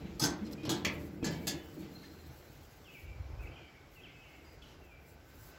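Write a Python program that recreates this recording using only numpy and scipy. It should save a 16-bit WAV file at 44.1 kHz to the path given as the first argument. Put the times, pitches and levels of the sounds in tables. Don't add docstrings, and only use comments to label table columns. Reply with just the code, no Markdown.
import sys
import numpy as np
from scipy import signal
from scipy.fft import rfft, irfft, next_fast_len
from scipy.io import wavfile
from scipy.ndimage import uniform_filter1d, map_coordinates

SR = 44100
rng = np.random.default_rng(int(sys.argv[2]) if len(sys.argv) > 2 else 0)


def wav_out(sig):
    wavfile.write(sys.argv[1], SR, np.round(np.clip(np.atleast_2d(sig).T, -1, 1) * 32767).astype(np.int16))


def attenuation_scalar(level_db):
    decades = np.asarray(level_db, float) / 20
    return 10 ** decades


N = 246078

# start_s, peak_db, chatter_s, clear_notes_db
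PAIL_CONTACTS = [(0.1964, -24, 0.011, 1), (0.2168, -22, 0.017, 8), (0.2383, -18.5, 0.0038, 10),
                 (0.2507, -24.5, 0.0021, 15), (0.259, -29, 0.0011, 0), (0.2735, -35, 0.0024, 5),
                 (0.29, -43, 0.01, -5), (0.4484, -48.5, 0.0075, 19), (0.4636, -45.5, 0.0059, 15),
                 (0.51, -47, 0.0017, 5), (0.526, -47.5, 0.0033, 20), (0.5305, -43, 0.0028, 25),
                 (0.593, -53, 0.006, 5), (0.6322, -42.5, 0.0017, 1), (0.651, -32.5, 0.005, -1),
                 (0.6724, -44, 0.0044, 5), (0.693, -22, 0.0092, 5.5), (0.7155, -28, 0.0076, 9.5),
                 (0.749, -45, 0.011, 18), (0.849, -18.5, 0.002, 5), (0.8633, -33, 0.014, -4.5),
                 (1.2272, -39.5, 0.008, 12), (1.2432, -25, 0.014, 0), (1.269, -34, 0.012, 15),
                 (1.3241, -38, 0.013, 9), (1.335, -42.5, 0.014, 16), (1.416, -47, 0.0088, 26),
                 (1.4701, -24.5, 0.0044, 3.5), (1.4771, -25.5, 0.0056, 11), (1.489, -30, 0.019, 15),
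                 (1.7894, -52, 0.025, -11), (2.029, -46, 0.0086, 20), (4.6167, -46, 0.014, 15),
                 (4.6509, -55.5, 0.036, 0), (0.002, -48.5, 0.011, 22), (0.046, -48, 0.014, 17),
                 (0.2262, -27.5, 0.0017, 5), (0.3, -44, 0.003, 10), (1.505, -38, 0.0029, 13)]
STRUCK_PART = [0, 0, 0, 8, 8, 8, 8, 7, 7, 7, 7, 7, 7, 7, 7, 7, 1, 1, 1, 2, 2, 2, 3, 3, 3, 9, 9, 4, 4, 4, 2,
               5, 6, 6, 10, 10, 0, 8, 4]
# pitch_hz, level_db, t60_s
PAIL_RINGS = [
    [(879, -10, 0.3), (1543, -16, 0.54), (3440, -12, 0.36), (4260, -16, 0.3), (4750, -10, 0.11),
     (5100, 0, 0.11), (5330, -22, 0.47), (5600, -18, 0.29), (5970, -9, 0.23), (6100, -10, 0.3),
     (6424, -8, 0.3), (6400, -12, 0.18), (6700, -19, 0.41), (7300, -27, 0.2), (8000, -15, 0.23)],
    [(897, -3, 0.37), (3036, -17, 1.5), (3200, -2, 0.25), (3370, 4, 0.31), (4100, -8, 0.2),
     (5319, -3, 0.18), (5814, -9, 0.29), (6000, -3, 0.16), (6616, 0, 0.22), (7700, -6, 0.33)],
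    [(1800, -18, 0.32), (2035, -18, 0.12), (2290, 4, 0.19), (2490, 1, 0.24), (2600, -2, 0.22),
     (2750, -1, 0.16), (3010, -3, 0.2), (3236, 4, 0.22), (3420, -7, 0.25), (4020, -10, 0.24),
     (4872, -14, 0.25), (5297, -5, 0.22), (5930, -10, 0.12)],
    [(1710, -1, 0.43), (2030, -7, 0.26), (2330, -11, 0.25), (3085, -5.5, 0.54), (3424, -14, 0.45),
     (4172, -10, 0.4), (4500, -5, 0.22), (4770, -5, 0.34), (5360, -2, 0.24), (5550, -10, 0.16),
     (6105, -15, 0.25), (7187, -4.5, 0.16)],
    [(1705, -12, 0.49), (2180, -17, 0.28), (3474, -3.5, 0.32), (4260, -9, 0.29), (4540, 1.5, 0.13),
     (4940, -1, 0.088), (5400, -7, 0.14), (6340, -13, 0.22), (6520, -4, 0.15), (6870, -5, 0.23),
     (7321, -9, 0.2), (7477, -4, 0.15)],
]
# pitch_hz, level_db, t60_s
PAIL_MORE_RINGS = [
    [(1788, 1, 0.12), (2080, 0, .15)],
    [(2670, 6, .04), (3000, 1, .04), (3400, 2, .04)],
    [(4210, 3, .07), (5020, 3, .06), (5530, 2, .06), (6130, -8, .1), (7600, -8, 0.12)],
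    [(890, -18, 0.4), (1533, -10, 0.47), (3380, -13, 0.44), (4200, -14, 0.38), (4670, -16, 0.13),
     (5360, -7, 0.16), (5760, -12, 0.2), (6158, -2, 0.2), (6370, -4, 0.24), (6700, -8, 0.16),
     (6940, -13, 0.18), (7397, -18, 0.18), (7950, -14, 0.29)],
    [(1677, -2, 0.43), (2276, 12, 0.37), (3180, -6, .4), (4770, -8, .3)],
    [(798, 4, .3), (1680, -8, .3), (2060, -6, 0.38), (2340, 4, 0.4), (2660, -1, .35), (4035, 2.5, .3)],
]
# frequency_hz, density_db_per_hz
SHEET_OVERTONES = [
    [(350, -55), (600, -9), (915, -18), (1300, -16), (2600, -25), (3400, -20), (5150, -9.5), (9630, -21),
     (15500, -25)],
    [(350, -29), (600, 3), (927, -2.5), (1230, -18), (1560, -6), (2500, -13), (3330, -2), (6850, -8),
     (15500, -18.5)],
    [(350, -1.5), (600, 1.5), (1300, -13), (1880, -10), (2040, 0.5), (2250, -2.5), (3160, -1.5), (3610, -7),
     (5590, -7.5), (8520, -22), (15500, -22)],
    [(350, -3), (600, 3), (1410, -24), (1730, -8), (2040, -12), (3770, -11.5), (7330, -8.5), (8520, -20.5),
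     (15500, -28)],
    [(350, -47), (600, -10.5), (1200, -40), (1730, -19.5), (3820, -19.5), (4430, -11.5), (6850, -16.5),
     (15500, -24)],
    [(900, -49), (1600, -13), (1900, -8), (2400, -4), (5000, -4), (8000, -17), (15500, -30)],
    [(1200, -6.5), (2200, -12), (3000, -7), (3700, -13), (6000, -9), (8000, -22), (15500, -21)],
    [(600, -3), (1500, -6.5), (2800, -3.5), (4200, -6), (5500, -6), (7000, -19), (9000, -21), (15500, -28)],
    [(240, -35), (400, -7), (928, -4), (1200, -14), (1540, -5), (2590, -21), (6280, -5), (9790, -17),
     (15500, -24)],
    [(600, -9), (1700, -14), (2500, 5), (5000, 2), (8000, -21), (15500, -30)],
    [(400, -17), (800, 4), (1200, -12), (2600, 3), (4200, -11), (5500, -24), (15500, -40)],
]
# frequency_hz, t60_s
STEEL_DAMPING = [(600, 0.73), (2500, 0.44), (6000, 0.2), (12000, 0.11), (16000, 0.085)]
# start_s, peak_db, strongest_note_hz, t60_s, brightness_db
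WHEEL_BUMPS = [(0.047, -21.5, 197, 0.078, -4), (0.216, -22, 151, 0.38, 3.5), (0.239, -31.5, 291.4, 0.56, 6),
               (0.414, -18, 205, 0.14, -33), (0.429, -23.5, 220.8, 0.36, -12),
               (0.634, -23.5, 305.6, 0.24, -3), (0.681, -20.5, 136, 0.067, 7.5),
               (0.693, -31, 304, 0.53, 11), (0.845, -25.5, 204, 0.28, 0), (1.217, -31, 300, 0.082, -5),
               (1.228, -20.5, 276, 0.096, 7), (1.249, -20.5, 161.4, 0.68, -5), (1.41, -32, 332, 0.13, -1),
               (1.469, -28, 153.5, 0.2, -11), (1.55, -22, 343, 0.096, -11), (1.787, -24.5, 321, 0.21, -19),
               (2.289, -32, 130, 0.2, -16), (4.63, -51, 149, 0.29, 0)]
# centre_hz, width_hz, level_db
TRAY_MODES = [(151.5, 72, -1.5), (210, 47, 0.5), (291.6, 48.5, 1), (348.5, 46.3, -0.5), (456.5, 20, -4),
              (589, 20, -9)]
# time_s, drumming_db
BARROW_PASS = [(0.0, -48.5), (0.31, -45.5), (0.9, -43.5), (1.2, -45.5), (1.39, -42.5), (1.57, -43),
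               (1.7, -53.5), (1.82, -44), (2.0, -54), (2.3, -58.5), (2.5, -66)]
# middle_s, hum_db, half_length_s
TYRE_LOADS = [
    (.3, -45, 0.049),
    (.95, -43, 0.12),
    (1.3, -47.5, 0.32),
    (1.57, -65, 0.042),
    (1.8, -54, 0.068),
    (2.25, -45.5, 0.14),
]
# middle_s, level_db, half_length_s
FOOTFALLS = [(0.526, -63, 0.014), (0.784, -69, 0.046), (0.933, -65, 0.027), (1.005, -64, 0.025),
             (1.097, -70, 0.12), (1.317, -59, 0.012), (1.433, -65.5, 0.1), (1.68, -68.5, 0.18),
             (1.81, -69, 0.023), (1.964, -72, 0.073), (2.25, -74, 0.29), (2.712, -71.5, 0.41),
             (2.99, -72, 0.062), (3.442, -71.5, 0.046), (3.96, -70, 0.062), (4.36, -77, 0.21),
             (4.53, -75, 0.024), (4.876, -77, 0.088), (5.087, -69.5, 0.068), (5.284, -74, 0.082),
             (5.39, -69, 0.057), (5.477, -65, 0.057)]
# frequency_hz, density_db_per_hz
GRASS_COLOUR = [(1470, -46), (2500, -29), (3240, -52), (3980, -8), (7620, 0), (8680, -7.5), (10900, -5.5),
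                (15500, -0.5)]
# middle_s, buffet_db, half_length_s
WIND_GUSTS = [(.1, -54.5, 0.26), (.95, -70, 0.22), (1.5, -68, 0.44), (.6, -79, 0.067), (2.15, -78, 0.62),
              (2.6, -67.5, 0.2), (3.08, -48.5, 0.052), (3.2, -44, 0.049), (3.32, -44, 0.082),
              (3.42, -51.5, 0.084), (3.62, -68, 0.14), (3.86, -68, 0.11), (5.17, -67, .06),
              (4.5, -68, 0.25), (4.95, -64.5, 0.26), (5.42, -59, 0.13)]
# frequency_hz, density_db_per_hz
BUFFET_COLOUR = [(12, -35), (38, 2.5), (72, 8.5), (163, -15.5), (195, -44), (360, -57), (498, -24),
                 (545, -35), (1010, -29.5), (1500, -42), (1950, -56), (3300, -120)]
# frequency_hz, density_db_per_hz
HUM_COLOUR = [(53, -47), (90, -2), (140, 1), (202, -9), (306, -3.5), (492, -8.5), (844, -11), (1020, -20),
              (1520, -16.5), (1870, -24.5), (2020, -17), (4000, -35), (5200, -34), (8800, -120)]
# time_s, leaves_db
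LEAF_BREEZE = [(0, -60.5), (1.0, -61), (1.29, -69.5), (1.5, -61.5), (2.2, -62), (3.56, -64.5), (4.46, -64),
               (5.04, -68), (5.58, -61)]
# frequency_hz, density_db_per_hz
LEAF_COLOUR = [(1470, -2.5), (2500, -6), (3520, -8), (5010, -8), (7560, -15), (7920, -18.5), (8680, -29),
               (10900, -23), (15500, -23.5)]
# start_s, length_s, from_hz, to_hz, level_db
BIRD_SLURS = [
    (1.205, .03, 2600, 2540, -61),
    (2.842, .075, 3600, 2530, -57.5),
    (2.933, .034, 3300, 2290, -54.5),
    (3.955, .055, 2950, 2580, -57.5),
    (4.004, .028, 2700, 3380, -64),
    (4.885, .07, 2620, 2340, -61),
]
# start_s, length_s, from_hz, to_hz, level_db
BIRD_STROKES = [(3.39, .042, 2440, 2680, -56), (3.505, .045, 3135, 3120, -63),
                (3.554, .015, 2750, 3250, -52), (3.571, .011, 2500, 3200, -54),
                (3.586, .009, 2700, 3100, -57), (3.024, .024, 2280, 2340, -56),
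                (2.918, .013, 2450, 2800, -62), (3.62, .01, 2250, 2650, -60),
                (4.082, .012, 2000, 2450, -55), (4.612, .026, 3900, 4900, -70),
                (3.533, .012, 2800, 3400, -64)]
# start_s, length_s, from_hz, to_hz, level_db
BIRD_HELD = [(.578, .04, 2430, 2500, -57), (.622, .03, 2480, 2450, -57), (.59, .05, 3150, 3200, -67),
             (4.955, .03, 2340, 2300, -64), (1.16, .035, 2040, 2040, -73), (1.575, .075, 2995, 3000, -64),
             (2.965, .036, 2270, 2310, -55), (3.085, .08, 2400, 2280, -62), (2.945, .05, 2640, 2580, -63),
             (2.9, .08, 2900, 2850, -67), (3.05, .07, 2800, 2620, -66), (4.094, .03, 2080, 2150, -63),
             (3.96, .1, 2020, 2020, -71), (3.434, .02, 2350, 2210, -55), (3.455, .012, 2200, 1950, -57),
             (3.468, .018, 2820, 2330, -52), (3.615, .075, 3120, 3120, -67), (4.034, .046, 3330, 2080, -54),
             (4.148, .09, 2590, 2570, -58.5), (4.447, .055, 4900, 4860, -66),
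             (4.657, .018, 4170, 3800, -65)]
# start_s, length_s, from_hz, to_hz, level_db
BIRD_BURR = [(1.775, .065, 4250, 4350, -71), (1.8, .04, 4300, 3300, -70), (3.564, .038, 2460, 2440, -58.5),
             (3.605, .06, 2400, 2300, -63), (3.675, .05, 2250, 2330, -64), (3.745, .03, 2150, 2300, -66),
             (3.772, .016, 2320, 2120, -59), (4.624, .024, 3150, 2850, -59), (4.628, .018, 2750, 3300, -62),
             (4.655, .03, 2800, 3200, -65), (4.815, .07, 2760, 2600, -66), (4.235, .05, 2780, 2720, -61),
             (4.215, .095, 3050, 2930, -68), (4.245, .1, 2330, 2100, -64), (4.345, .06, 2280, 2150, -65),
             (4.41, .1, 2200, 2080, -69), (4.3, .09, 2720, 2650, -68)]
# frequency_hz, t60_s
TREE_ECHO = [(1500, 0.62), (3000, 0.63), (6000, 0.91)]
# time_s, level_db
MOTOR_LEVEL = [(0, -86), (3.5, -76.5), (3.9, -79), (4.6, -80), (5.1, -75), (5.35, -78), (5.58, -65)]
# frequency_hz, level_db
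MIC_OPENING = [(6500, 1.5), (8000, 3), (8500, -2.5), (9800, 0), (10600, 5.5)]

FREE_S = 0.014
HARD_RING, FULL_RING = 0.6, 1
TYRE_DB = -7.5
CALM_DB = -67
HUM_DB, HUM_NEAR_DB = -65.5, -26
HUM_GUST_DB, HUM_LAG_S = -21, 0.21
LANDING = 2.4
GROW_DB, FADE_DB, BURR_FADE_DB = 8, 5, 3
PEEP_S, PEEP_EVERY_S, PEEP_LONG_S = 1.915, 0.128, 0.06
PEEP_HZ, PEEP_SAG_HZ, PEEP_DB, PEEP_LOSS_DB = 4190, 22, -65.5, 3.2
MOTOR_HZ = 1530


def unit(x):
    return x / np.sqrt(np.mean(x ** 2) + 1e-20)


def along(points, hz):
    f, v = np.transpose(points)
    return np.interp(np.log(hz + 1), np.log(f + 1), v)


def curve(rows):
    s, value = np.transpose(rows)
    return np.interp(np.arange(N) / SR, s, value)


def swells(rows):
    t = np.arange(N) / SR
    return sum(attenuation_scalar(db) * np.exp(-((t - s) / max(half, 0.002)) ** 2) for s, db, half in rows)


def wobble(rate):
    knots = rng.standard_normal(int(N * rate / SR) + 4)
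    return map_coordinates(knots, [np.arange(N) * rate / SR])


def filtered(x, response):
    m = next_fast_len(len(x) + 8192)
    return irfft(rfft(x, m) * response(np.fft.rfftfreq(m, 1 / SR)), m)[:len(x)]


def rush(spectrum, patchy_db):
    z = signal.stft(rng.standard_normal(N), nperseg=512)[2]
    field = uniform_filter1d(rng.standard_normal(z.shape), size=6, axis=0)
    field = uniform_filter1d(field, size=10, axis=1)
    patchy = signal.istft(z * attenuation_scalar(patchy_db * unit(field)), nperseg=512)[1][:N]
    return unit(filtered(patchy, lambda hz: attenuation_scalar(along(spectrum, hz))))


def dying(t60s, spectrum, stretch=1, size=SR):
    hz, t, z = signal.stft(rng.standard_normal(size), SR, nperseg=128)
    level_db = along(spectrum, hz)[:, None] - 60 * t / stretch / along(t60s, hz)[:, None]
    tail = signal.istft(z * attenuation_scalar(level_db), SR, nperseg=128)[1][:size]
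    return tail / np.linalg.norm(tail)


def add(track, s, sound):
    at = round(s * SR)
    track[at:at + len(sound)] += sound


def pail_notes(part, knocks, ring, t):
    hz, level_db, t60 = np.transpose((PAIL_RINGS + PAIL_MORE_RINGS)[part])[..., None]
    detune = np.reshape([0, 0.004, 0.007, 0.01], (4, 1, 1))
    twins = hz * (1 + detune * rng.standard_normal((4, len(hz), 1)))
    scatter_db = 1.2 * rng.standard_normal(hz.shape)
    t60 = np.clip(t60, 0.03, 1.45 * along(STEEL_DAMPING, hz))
    fade = attenuation_scalar(level_db + scatter_db - 60 * t / (ring * t60))
    struck = abs(rfft(knocks, SR))[twins.astype(int)] / np.linalg.norm(knocks)
    share = np.reshape([1, 0.6, 0.45, 0.35], (4, 1, 1)) / np.maximum(struck, 0.35)
    beating = (np.sin(2 * np.pi * twins * t) * share).sum(0)
    notes = (fade * beating).sum(0)
    return notes / np.linalg.norm(notes)


def pail():
    out, t = np.zeros(N + 2 * SR), np.arange(SR // 3) / SR
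    for (s, db, chatter, notes_db), part in zip(PAIL_CONTACTS, STRUCK_PART):
        hard = np.clip((db + 52) / 18, 0, 1)
        u = t[:SR // 10] / max(chatter, 0.0005)
        knocks = rng.laplace(size=len(u)) * (hard + (1 - hard) * u) * np.exp(-u)
        knocks[0] = 0.36 * hard * np.linalg.norm(knocks)
        ring = np.clip(chatter / FREE_S + HARD_RING * hard, 0.2, FULL_RING)
        notes = attenuation_scalar(notes_db - 6 - 15 * (1 - hard)) * pail_notes(part, knocks, ring, t)
        overtones = dying(STEEL_DAMPING, SHEET_OVERTONES[part], ring, size=len(t))
        clank = signal.fftconvolve(knocks, overtones + notes)
        attack_rms = np.sqrt(np.mean(clank[:SR // 30] ** 2))
        add(out, s, attenuation_scalar(db - 15.5) * clank / attack_rms)
    return out[:N]


def tray_response(f):
    total = 0
    for k, (centre, width, db) in enumerate(TRAY_MODES):
        damped = 1j * f * width
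        total = total + (-1) ** k * attenuation_scalar(db) * damped / (centre * centre - f * f + damped)
    return total / (1 + (f / 800) ** 4)


def bumps():
    out, t = np.zeros(N + 2 * SR), np.arange(SR) / SR
    u = t / 0.00058
    push = u ** 2 * np.exp(1 - u) * (1 - u / 3)
    for s, db, hz, t60, bright_db in WHEEL_BUMPS:
        fade = attenuation_scalar(-60 * t / np.clip(t60, 0.03, 0.6)) * (1 - np.exp(-t / 0.005))
        note = fade * np.sin(2 * np.pi * hz * t)
        shake = fade * unit(filtered(rng.standard_normal(SR), tray_response))
        add(out, s, attenuation_scalar(db - 13) * (note + attenuation_scalar(bright_db) * (shake + 1.2 * push)))
    return out[:N]


def rolling():
    drum_db = curve(BARROW_PASS)
    turf = attenuation_scalar(1.5 * wobble(14)) * rng.standard_normal(N)
    drum = attenuation_scalar(drum_db - 3.5) * unit(filtered(turf, tray_response))
    tyre_hz = 80 + 3.66 * wobble(9.8)
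    tyre = np.sqrt(2) * np.sin(2 * np.pi * np.cumsum(tyre_hz) / SR)
    load = attenuation_scalar(drum_db + TYRE_DB) + swells(TYRE_LOADS)
    gone = np.clip((2.75 - np.arange(N) / SR) / 0.24, 0, 1)
    return gone * (drum + attenuation_scalar(-11.5) * load * tyre)


def footfalls():
    rustle = attenuation_scalar(2.2 * wobble(40) + 0.72 * wobble(250)) * rush(GRASS_COLOUR, patchy_db=-2)
    return swells(FOOTFALLS) * unit(rustle)


def gust_strength():
    return attenuation_scalar(CALM_DB) + swells(WIND_GUSTS)


def buffeting():
    eddies = rush(BUFFET_COLOUR, patchy_db=2)
    even = abs(uniform_filter1d(eddies ** 2, size=SR // 12)) ** 0.4 + 0.1
    return gust_strength() * unit(attenuation_scalar(2 * wobble(9.6)) * eddies / even)


def birds():
    direct = calls()
    tail = rfft(dying(TREE_ECHO, [(1000, 0), (8000, 0)]) * attenuation_scalar(0.59 * wobble(28)[:SR]))
    tail = irfft(tail / np.sqrt(uniform_filter1d(abs(tail) ** 2, size=70)))
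    flutter_hz = 210 + 130 * wobble(80)
    smeared = direct * (0.9 + 0.75 * np.cos(2 * np.pi * np.cumsum(flutter_hz) / SR))
    late = np.pad(smeared, (700, 0))
    echo = signal.fftconvolve(late, tail / np.linalg.norm(tail))[:N]
    return attenuation_scalar(-2.5) * direct + attenuation_scalar(-4.2) * echo


def calls():
    peeps = []
    for k in range(5):
        hz = PEEP_HZ - k * PEEP_SAG_HZ
        start_s, db = PEEP_S + k * PEEP_EVERY_S, PEEP_DB - k * PEEP_LOSS_DB
        peeps.append((start_s, PEEP_LONG_S, hz, hz - PEEP_SAG_HZ, db))
    song = whistles(BIRD_SLURS, LANDING, -GROW_DB, 0, flutter_db=2.2, warble=0.009)
    song += whistles(BIRD_STROKES, 1, -GROW_DB, 0, flutter_db=1.2, warble=0.005)
    song += whistles(BIRD_HELD, 1, 0, -FADE_DB, flutter_db=1.2, warble=0.005)
    burr = whistles(BIRD_BURR, 1.31, 0, -BURR_FADE_DB, flutter_db=0, warble=0.011)
    return song + burr + whistles(peeps, 1, 0, 0, flutter_db=6.5, warble=0.0075)


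def whistles(notes, landing, start_db, end_db, flutter_db, warble):
    out, waver = np.zeros(N), 1 + warble * wobble(140)
    for s, length, from_hz, to_hz, db in notes:
        u = np.arange(0, 1, 1 / (length * SR))
        ends = np.clip(np.minimum(u, 1 - u) * length / 0.0033, 0, 1)
        glide = (1 - u) ** landing
        pitch = (to_hz + (from_hz - to_hz) * glide) * waver[round(s * SR):][:len(u)]
        level_db = db + 2.5 + start_db * glide + end_db * u
        add(out, s, ends * attenuation_scalar(level_db) * np.sin(2 * np.pi * np.cumsum(pitch) / SR))
    return out * attenuation_scalar(flutter_db * wobble(70))


def leaves():
    return attenuation_scalar(curve(LEAF_BREEZE) - 3) * rush(LEAF_COLOUR, patchy_db=1.5)


def far_hum():
    near = attenuation_scalar(curve(BARROW_PASS) + HUM_NEAR_DB)
    gust = attenuation_scalar(HUM_GUST_DB) * np.roll(gust_strength(), round(HUM_LAG_S * SR))
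    return attenuation_scalar(3) * (attenuation_scalar(HUM_DB) + near + gust) * rush(HUM_COLOUR, patchy_db=1.7)


def whine():
    tone = np.sin(2 * np.pi * np.cumsum(MOTOR_HZ + 14 * wobble(30)) / SR)
    return attenuation_scalar(curve(MOTOR_LEVEL) + 2.9 * wobble(25)) * tone


def scene():
    barrow = pail() + bumps() + rolling() + footfalls()
    garden = buffeting() + birds() + leaves() + far_hum() + whine()
    return (barrow + garden)[None]


def band_limit(x):
    return signal.sosfilt(signal.butter(12, 16470, fs=SR, output="sos"), x)


def record(dry):
    def microphone(hz):
        return attenuation_scalar(along(MIC_OPENING, hz)) * (hz < 15810) / (1 + (32 / (hz + 1)) ** 4)
    heard = filtered(dry[0], microphone)
    return band_limit(heard[None])


dry = scene()
out = record(dry)
wav_out(out)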